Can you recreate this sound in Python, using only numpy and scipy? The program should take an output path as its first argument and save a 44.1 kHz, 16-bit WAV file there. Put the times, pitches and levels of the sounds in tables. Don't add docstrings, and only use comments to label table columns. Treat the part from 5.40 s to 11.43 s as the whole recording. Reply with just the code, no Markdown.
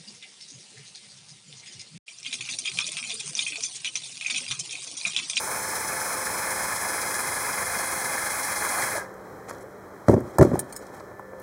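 import sys
import numpy as np
from scipy import signal
from scipy.fft import rfft, irfft
from scipy.io import wavfile
from scipy.ndimage import uniform_filter1d

SR = 44100
rng = np.random.default_rng(int(sys.argv[2]) if len(sys.argv) > 2 else 0)


def attenuation_scalar(level_db):
    decades = np.asarray(level_db, float) / 20
    return 10 ** decades


def generate_wav(sig):
    pcm = np.round(np.clip(np.atleast_2d(sig).T, -1, 1) * 32767).astype(np.int16)
    wavfile.write(sys.argv[1], SR, pcm)


N = 265746
T = np.arange(N) / SR
GEAR_DOWN, PLANETS = 15, 3
BRAKE_S, JOLT_S = 3.583, 0.078
WALL_HZ = 1900


def curve(rows):
    times, values = np.transpose(rows)
    return np.interp(T, times, values)


def colour(x, shape):
    hz, db = np.transpose(shape)
    f = np.arange(len(x) // 2 + 1) * SR / len(x) + 1
    gain = attenuation_scalar(np.interp(np.log(f), np.log(hz), db))
    y = irfft(rfft(x) * gain, len(x))
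    return y / y.std()


def walk(rate):
    hold = max(int(SR / rate), 300)
    steps = np.repeat(rng.standard_normal(N // 300 + 1), hold)[:N]
    y = uniform_filter1d(uniform_filter1d(steps, hold), hold)
    return y / y.std()


def grit(scatter_db):
    return rng.standard_normal(N) * attenuation_scalar(scatter_db * np.minimum(rng.exponential(size=N), 5))


def add(out, s, x, db):
    i = int(s * SR)
    out[i:i + len(x)] += (x * attenuation_scalar(db) / np.abs(x).max())[:N - i]


def ring(hz, t60, gain, size=9000):
    t = T[:size, None]
    decay = np.exp(-np.log(1000) * t / t60)
    return (gain * np.sin(2 * np.pi * hz * t) * decay).sum(axis=1)


def crack(centre_hz, rise, fall, octaves=3.5, size=4000):
    t = T[:size]
    shape = [(centre_hz * 2 ** (octaves * k), -6.0 * k * k) for k in range(-3, 4)]
    noise = colour(rng.standard_normal(size), shape)
    return noise * (1 - np.exp(-t / rise)) * np.exp(-t / fall)


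def push(hz, cycles, size=9000):
    age = T[:size] * hz / (0.25 * cycles)
    return -age * np.exp(1 - age) * np.sin(2 * np.pi * hz * T[:size])


def braked(x, corner_hz):
    low = signal.sosfiltfilt(signal.butter(3, corner_hz, fs=SR, output="sos"), x)
    return low + (x - low) * attenuation_scalar(np.interp(T, (3.55, 3.66), (0, -14)))


def spells(rows):
    away_s = [np.maximum(np.maximum(start - T, T - end), 0) for start, end, _ in rows]
    return np.max([row[2] - 110 * away for row, away in zip(rows, away_s)], axis=0)


def housing_rattle(turn, wobble):
    # frequency in Hz, level in dB.
    housing = [(40, 3), (100, -8), (200, -8), (350, -7.5), (600, 2), (1000, 7), (1400, 5), (1700, 4),
               (1900, -6.5), (2150, 2.5), (2500, 4.5), (3300, -17.5), (4500, -12)]
    throb_db = 0.067 * wobble + 0.95 * np.cos(turn) + 1.4 * walk(39.56)
    return colour(grit(2.17) * attenuation_scalar(throb_db), housing)


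def pipe_wall(wobble, late):
    # frequency in Hz, width in Hz, level in dB.
    wall = [(1070, 54, -13), (1070, 63, -25), (1740, 170, 1.5), (1700, 32, -4), (2065, 47, -2.5)]
    tips = grit(2.5) * attenuation_scalar(walk(30))
    out = np.zeros(N)
    for hz, width, db in wall:
        throb = late if hz < WALL_HZ else wobble
        peak = [(hz - 3 * width, -20), (hz - width / 2, -3), (hz, 0), (hz + width / 2, -3),
                (hz + 3 * width, -20), (hz + 9 * width, -60)]
        out += attenuation_scalar(db) * colour(tips * attenuation_scalar(4 * throb), peak)
    return out


def wire_scratch(turn, wobble, lurch):
    # frequency in Hz, level in dB.
    wires = [(2000, -11), (3300, 0), (4300, 1), (5200, 2.5), (6300, 1.5), (7500, 1), (8500, 3.5),
             (10300, 8), (11300, 0.5), (12700, -9), (14200, -10), (15200, -1), (16500, -42)]
    throb_db = 0.6 * wobble + 0.96 * lurch + 1.2 * np.cos(turn) + 0.29 * walk(50)
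    return colour(grit(1.2) * attenuation_scalar(throb_db), wires)


def gear_whine(turn, wobble, late, speed):
    orders_up = [2, 4, 5, 6, 7, *(.8 * np.array([3, 6, 7, 9, 12, 15, 16, 18, 19, 21, 23, 24, 27, 28, 29, 30, 31, 32, 33, 34, 49, 52, 53]))]
    # level at mid-run in dB, drift in dB per second.
    lines = [(-58, .1), (-62, 0), (-62, 5), (-48.3, 2.8), (-61.4, 1.7), (-45.8, -1), (-52, 2), (-58, -1.2),
             (-66, 3.3), (-54.9, 3), (-55.5, .4), (-58.4, 5.5), (-50.4, -2.9), (-60, -.5), (-54.5, -4.4),
             (-55, 1.4), (-60, -3), (-64, -1.2), (-58.3, -6.1), (-58.4, -4.2), (-54, .3), (-59, -3.2),
             (-61, -1.4), (-50, 3.6), (-58, 1.7), (-65.5, -.7), (-62, -.8), (-60, -1.4)]
    bends = [-1.3, 1.8, -2.8, -1.8, -2.1, .8, -2.1, .7, -1.2, -.8, .8, -2.5, -1.6, -2.6, .8, -.7, 2.2, 1,
             1.2, -1.2, -.2, 3.5, 2.5, -2.8, -1.8, 2.5, 1.5, -2.1]
    beats = [5.5] * 3 + [7, 5.5] + [2.5] * 4 + [1.5] * 19
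    run_s = np.minimum(T, BRAKE_S) - 1.7
    fall_db = -400 * np.maximum(T - BRAKE_S + JOLT_S, 0)
    out = np.zeros(N)
    for k, (db, drift), bend, beat_db in zip(orders_up, lines, bends, beats):
        throb = late if k * speed[5][1] < WALL_HZ else wobble
        line_db = db + drift * run_s + bend * (run_s ** 2 - 1.1) + fall_db
        out += attenuation_scalar(line_db + beat_db * throb + walk(14)) * np.sin(k * turn + k * k)
    return out


def snags(turn):
    snag_db = [-28, -30, -16.5, -18.5, -16, -16, -15, -18, -23, -19, -16.5, -17, -15, -15, -19, -31, -16,
               -25, -16, -25, -17, -28, -17, -16.5, -16, -15, -14]
    # start in seconds, peak in dB, pitch in Hz.
    catches = [(0.076, -14, 880), (0.334, -21, 940), (0.495, -28, 1090), (0.87, -11, 1670),
               (0.901, -25, 856), (0.94, -25, 2120), (1.069, -28, 1130), (1.111, -14, 950),
               (1.323, -13, 1740), (1.362, -17, 1040), (1.45, -21, 1710), (1.535, -25, 2170),
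               (1.579, -15, 1710), (1.654, -20, 840), (1.742, -18, 1720), (1.784, -17, 1620),
               (1.851, -20, 1730), (1.942, -19, 2090), (2.006, -23, 1100), (2.135, -18, 1030),
               (2.193, -25, 2090), (2.227, -19, 1700), (2.298, -13, 1680), (2.353, -11, 1700),
               (2.393, -18, 684), (2.442, -28, 2060), (2.521, -20, 1740), (2.604, -14, 2060),
               (2.651, -18, 1040), (2.78, -9, 1740), (2.838, -26, 1080), (2.973, -14, 2070),
               (3.084, -32, 1770), (3.122, -11, 1650), (3.171, -17, 2090), (3.25, -17, 2090),
               (3.292, -19, 2100), (3.383, -15, 1220), (3.424, -8, 1970), (3.473, -18, 2060)]
    snag_turns = GEAR_DOWN * PLANETS * np.arange(1, len(snag_db) + 1) - 6
    snag_s = np.interp(snag_turns, turn / (2 * np.pi), T)
    out = np.zeros(N)
    for s, peak_db in zip(snag_s, snag_db):
        add(out, s, crack(5600, 0.00077, 0.017, octaves=0.87), peak_db - 8.5)
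    for s, peak_db, hz in catches:
        add(out, s, push(hz, 6.7), peak_db - 10.5)
    return out


def drill():
    # time in seconds, turns a second.
    speed = [(0.0, 367.8), (0.15, 367.2), (0.45, 362.1), (0.9, 357.8), (1.35, 353.8), (1.8, 348.3),
             (2.1, 350.7), (2.4, 348.2), (2.95, 351), (3.15, 348.0), (3.45, 340.9), (3.6, 341.7),
             (3.7, 290)]
    # time in seconds, level in dB.
    pressure = [(0.0, -33.5), (0.8, -33), (1.14, -32.5), (3.0, -32), (3.36, -31.5), (3.41, -30.5),
                (3.46, -31.5), (3.54, -33.5)]
    turn = 2 * np.pi * np.cumsum(curve(speed)) / SR
    snagging = snags(turn)
    chuck = turn / GEAR_DOWN + 0.68
    wobble = np.cos(chuck + 0.052 * walk(2.5))
    late = np.cos(chuck - 1.1)
    lurch = np.cos(2 * (turn / GEAR_DOWN) / PLANETS + 0.63 * walk(0.88))
    turn = turn + 0.013 * walk(26.4)

    press_db, since = curve(pressure), np.maximum(T - BRAKE_S, 0)
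    jolt_db = np.exp(-((T - BRAKE_S) / JOLT_S) ** 2)
    rattle_db = press_db + 0.37 + jolt_db - 170 * since
    scratch_db = press_db - 0.6 - 250 * since
    bite_db = -5 * np.exp(-T / 0.38)

    body = braked(housing_rattle(turn, wobble), 1850)
    body = body + attenuation_scalar(-10.5 + bite_db) * pipe_wall(wobble, late)
    bright = attenuation_scalar(-0.23) * braked(wire_scratch(turn, wobble, lurch), 7800)
    bright = bright + attenuation_scalar(37.0) * gear_whine(turn, wobble, late, speed)
    return snagging + attenuation_scalar(rattle_db) * body + attenuation_scalar(scratch_db) * bright


def outdoors():
    # frequency in Hz, level in dB.
    rumble_shape = [(25, 14.5), (60, -7), (120, -4), (200, -10.5), (400, 1.5), (700, -7), (1200, -8),
                    (1900, -14.5), (2400, -23.5), (3300, -27.5), (6000, -31), (10000, -35), (16000, -35.5)]
    # frequency in Hz, level in dB.
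    hum = [(96.9, -68.5), (193, -57.5), (390, -67), (597, -57)]
    # Low, high and middle tones that come and go, in Hz.
    tones_hz = (523.4, 1753, 772)
    # start in seconds, end in seconds, level in dB.
    low_spells = [(0.0, 1.3, -48), (1.3, 3.7, -47), (3.85, 4.2, -55), (4.65, 5.22, -62), (5.4, 5.65, -57),
                  (5.85, 6.1, -46.5)]
    high_spells = [(0.0, 3.72, -56), (4.0, 4, -58.5), (5.2, 6.7, -57)]
    mid_spells = [(3.62, 4.08, -55.5)]
    swell_db = -40 + walk(1.82) + 0.5 * walk(24)
    out = attenuation_scalar(swell_db) * colour(rng.standard_normal(N), rumble_shape)
    levels = [spells(rows) for rows in (low_spells, high_spells, mid_spells)]
    for hz, db in [*hum, *zip(tones_hz, levels)]:
        flicker = attenuation_scalar(1.6 * walk(8))
        out += 2 ** 0.5 * flicker * attenuation_scalar(db) * np.sin(2 * np.pi * hz * T + 0.29 * walk(4.2))
    return out


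def bumps():
    # frequency in Hz, 60 dB fall time in seconds, level in dB.
    block = [(87, 0.13, -10), (127, 0.058, -21), (183, 0.044, 1), (247, 0.053, 2), (300, 0.042, 4),
             (372, 0.051, 3.5), (517, 0.035, 7.5), (574.6, 0.03, 12), (960, 0.015, 4), (1124, 0.045, -2.5),
             (1230, 0.0067, -27.5), (1620, 0.016, 7)]
    # start in seconds, peak in dB, centre in Hz, cycles rung.
    bounces = [(4.683, -5, 196, 3.5), (4.695, 2.5, 352, 1.63), (4.702, -17, 234, 3.3),
               (4.713, -10, 380, 1.3), (4.721, -14, 223, 0.85), (4.732, -5, 334, 1.9), (4.74, -3, 393, 1.3),
               (4.763, -9.5, 226, 1.9), (4.777, -13, 385, 3.4), (4.792, -24, 252, 3.3),
               (4.808, -19, 340, 3.2), (4.853, -27, 360, 2.3), (4.956, -27, 343, 2.5),
               (4.9945, -0.5, 342, 1.4), (5.0, -10, 300, 4), (5.0104, 1, 398, 1.9), (5.018, -1, 375, 2.5),
               (5.0232, 1.5, 338, 2.8), (5.0488, -3.5, 330, 3.2), (5.054, -23, 318, 1.4),
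               (5.068, -13, 275, 3.3), (5.083, -28, 180, 2.9), (5.095, -25, 205, 1.8),
               (5.116, -12, 226, 1.6), (5.1318, -9.5, 177, 1.7), (5.1387, -11, 372, 5.1),
               (5.175, -21, 261, 1.4), (5.227, -27, 320, 1.5)]
    # start in seconds, peak in dB, centre in Hz, cycles rung,
    # rattle in dB.
    more_bounces = [(3.552, -23, 640, 11, -38), (3.567, -24, 616, 3.6, -23), (3.579, -20.5, 570, 3.6, -29),
                    (3.573, -29, 1660, 89, -45), (3.602, -29, 1605, 50, -45), (4.124, -34, 1100, 2, -48),
                    (4.6833, -21, 1190, 3.5, -32), (4.986, -15, 1300, 6.9, -32), (4.9848, -23.5, 1730, 26, -31),
                    (5.024, -12, 1186, 7.6, -26), (4.087, -47, 616, 2.1, -32), (4.096, -38, 452, 1.6, -27),
                    (4.11, -19.5, 1200, 3, -28), (4.239, -33.5, 536, 6.6, -56), (4.683, -6, 550, 3.4, -14),
                    (4.984, -10.5, 654, 2, -14.5), (5.011, -4.5, 625, 8.7, -11.5), (5.028, -5, 415, 1.1, -14.5),
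                    (5.1155, -17.5, 603, 1.6, -30), (5.156, -13.5, 720, 3.4, -33), (5.191, -24.5, 770, 4.1, -40),
                    (5.135, -30, 800, 2, -37), (5.6052, -26, 1000, 4, -31), (5.714, -31, 530, 2.2, -38),
                    (5.795, -25, 990, 4.3, -32), (5.933, -28, 523, 3.1, -35)]
    # start in seconds, peak in dB, pitch in Hz, cycles rung.
    thumps = [(4.683, -4.5, 118, 1.46), (4.688, -21, 83.4, 1.4), (4.684, -15.5, 77, 2.6),
              (4.99, -11.5, 80.2, 3.6), (5.085, -36, 90, 2.2), (4.739, -12.5, 135, 1.8),
              (4.987, -6.5, 83, 1.4), (4.999, -10, 125, 2.7), (5.013, -3.5, 125.4, 1.9),
              (5.084, -39, 110, 1.2), (5.131, -28, 137, 2.3)]
    out = np.zeros(N)
    hz, t60, db = np.transpose(block)
    bounces = [(*row, -25.5 + 0.51 * row[1]) for row in bounces]
    for s, peak_db, centre_hz, cycles, rattle_db in bounces + more_bounces:
        near = np.exp(-0.5 * (np.log2(hz / centre_hz) / 1.15) ** 2)
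        reach = attenuation_scalar(db) * near * (-1) ** np.arange(len(hz))
        add(out, s, push(centre_hz, cycles), peak_db - 3.5)
        wood = ring(hz, t60, reach) * (1 - np.exp(-T[:9000] * centre_hz / 0.18))
        add(out, s, wood, peak_db - 4.5 - 2.5 * cycles)
        add(out, s, crack(865, 0.001, 0.0034, octaves=0.78), rattle_db)
    for s, peak_db, table_hz, cycles in thumps:
        add(out, s, push(table_hz, cycles), peak_db - 0.5)
    return out


def gloves():
    # time in seconds, peak in dB.
    rustle = [(3.8, -56), (4.1, -45), (4.21, -62), (4.62, -56), (4.7, -37), (4.87, -47), (4.91, -45),
              (4.945, -46), (5.03, -35.5), (5.14, -41), (5.3, -48), (5.431, -46.5), (5.54, -45.5),
              (6.03, -53)]
    # start in seconds, peak in dB, centre in Hz.
    scuffs = [(3.7399, -47, 7580), (4.082, -44, 5000), (4.086, -37, 5850), (4.0905, -36, 6000),
              (4.1005, -42, 4500), (4.084, -34, 2000), (4.091, -32, 2000), (4.098, -44, 2200),
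              (4.095, -29, 5900), (4.104, -34, 5500), (4.11, -37, 4240), (4.1264, -43, 6500),
              (4.134, -41, 6070), (4.1474, -42, 4040), (4.182, -48, 5500), (4.2076, -45, 7000),
              (4.212, -49, 6500), (4.2174, -49, 6070), (4.2225, -49, 6500), (4.2274, -46, 9400),
              (4.6832, -24.5, 5170), (4.695, -30, 7170), (4.7114, -43, 6490), (4.7395, -34, 5500),
              (4.804, -42, 8240), (4.984, -15.5, 7800), (4.996, -30, 5560), (5.011, -21, 5500),
              (5.0155, -29, 6000), (5.0252, -18, 6600), (5.028, -27, 5000), (5.039, -33, 6500),
              (5.048, -34, 6480), (5.155, -40, 9600), (5.242, -49, 6000), (5.296, -48, 7000),
              (5.467, -41, 5500), (5.488, -55, 3940), (5.5463, -46, 7830), (5.598, -40.5, 3860),
              (5.603, -46, 5320), (5.7932, -45, 11800)]
    swells = [db + np.minimum(300 * (T - s), -130 * (T - s)) for s, db in rustle]
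    level_db = np.maximum(np.max(swells, axis=0), -89) + 2.5
    cloth = [(800, 17.0), (3000, -1.0), (6000, -3.5), (10000, -8.0), (16000, -17)]
    out = attenuation_scalar(level_db) * colour(grit(1.3) * attenuation_scalar(2.2 * walk(60)), cloth)
    for s, peak_db, centre_hz in scuffs:
        add(out, s, crack(centre_hz, 0.00034, 0.004, octaves=0.78), peak_db)
    return out


def chinks():
    # frequency in Hz, 60 dB fall time in seconds, then level in dB
    pipe = [(1740, 0.053, -10, -15, -8), (2350, 0.037, -17, -10, -22), (3150, 0.029, -11, -13, -28),
            (4350, 0.043, -25, -9, -30), (4770, 0.043, -22, -16, -26), (5170, 0.03, -20, -16, 3),
            (6331, .04, -24, -12, -28), (6600, .06, -18, -17, -20), (6900, 0.1, -18, -28, -5),
            (7030, .055, -22, -20, -17), (7700, .043, -22, -11, -22), (7830, .047, -18, -25, 1),
            (8070, 0.038, -3, -25, -20), (8960, 0.067, 1.5, -3, 1.5), (9500, 0.042, -2, -22, -14),
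            (10000, .035, -18, -25, -14), (10570, .05, -12, -22, -13), (10520, 0.049, -3, -25, -22),
            (11780, 0.042, -13, -25, -20), (11800, .034, -20, -25, -12), (12250, .033, -13, -17, -11),
            (12980, .045, -16, -21, -13), (13370, .03, -5, -24, -14), (14800, .04, -20, -24, -19),
            (15300, .04, -20, -26, -24)]
    # start in seconds, peak in dB, share of the ringing time left, crack in dB.
    touches = [
        (5.1917, -16, 0.81, -3.5),
        (5.2926, -54, .6, -3),
        (5.3248, -28.5, 1, -8),
        (5.355, -38, 0.8, -11),
        (5.3627, -26, 0.95, -2),
        (5.3904, -42, 0.74, -14),
        (5.998, -52.5, 0.81, 10),
        (6.016, -50, 0.98, 5),
    ]
    spots = [0, 1, 1, 2, 2, 2, 0, 0]
    out = np.zeros(N)
    hz, t60, *db = np.transpose(pipe)
    for (s, peak_db, damping, crack_db), spot in zip(touches, spots):
        gain = attenuation_scalar(db[spot]) * (-1) ** np.arange(len(hz))
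        add(out, s, ring(hz, t60 * damping, gain) * (1 - np.exp(-T[:9000] / 0.0007)), peak_db)
        add(out, s, crack(11000, 0.00035, 0.0065), peak_db + crack_db)
        add(out, s, crack(6500, 0.0005, 0.0072, octaves=1.0), peak_db + crack_db - 8)
    return out


def scene():
    steady = drill() + outdoors()
    hits = signal.sosfilt(signal.butter(2, 62, "high", fs=SR, output="sos"), bumps())
    hits = hits + gloves() + chinks()
    tail = colour(rng.standard_normal(12000), [(100, 4.5), (1500, -5.0), (4000, 1.5), (12000, -26)])
    tail = tail * np.exp(-np.log(1000) * T[:12000] / 0.43) * (T[:12000] > 0.004)
    wet = signal.fftconvolve(hits, tail / np.linalg.norm(tail))[:N]
    return (hits + attenuation_scalar(-20.0) * wet + steady)[None]


def top_cut(x):
    return signal.sosfilt(signal.butter(12, 16820, fs=SR, output="sos"), x)


def record(dry):
    notch_hz = (2700, 2870, 3612, 4640)
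    # width in Hz, depth in dB.
    notches = [(530, -45), (530, -25), (490, -42), (484, -38)]
    x = 1.1 * np.tanh(dry / 1.1)
    x = signal.sosfilt(signal.butter(5, 63, "high", fs=SR, output="sos"), x)
    x = signal.sosfilt(signal.ellip(10, 0.3, 45, 15800, fs=SR, output="sos"), x)
    for hz, (width_hz, db) in zip(notch_hz, notches):
        w, a = 2 * np.pi * hz / SR, np.pi * width_hz / SR
        top = [1 + a * attenuation_scalar(db), -2 * np.cos(w), 1 - a * attenuation_scalar(db)]
        x = signal.lfilter(top, [1 + a, -2 * np.cos(w), 1 - a], x)
    fade = np.clip((T[-1] - 0.003 - T) / 0.001, 0, 1)
    x = x / (1 + x ** 8) ** (1 / 8) * fade
    return top_cut(x)


dry = scene()
out = record(dry)
generate_wav(out)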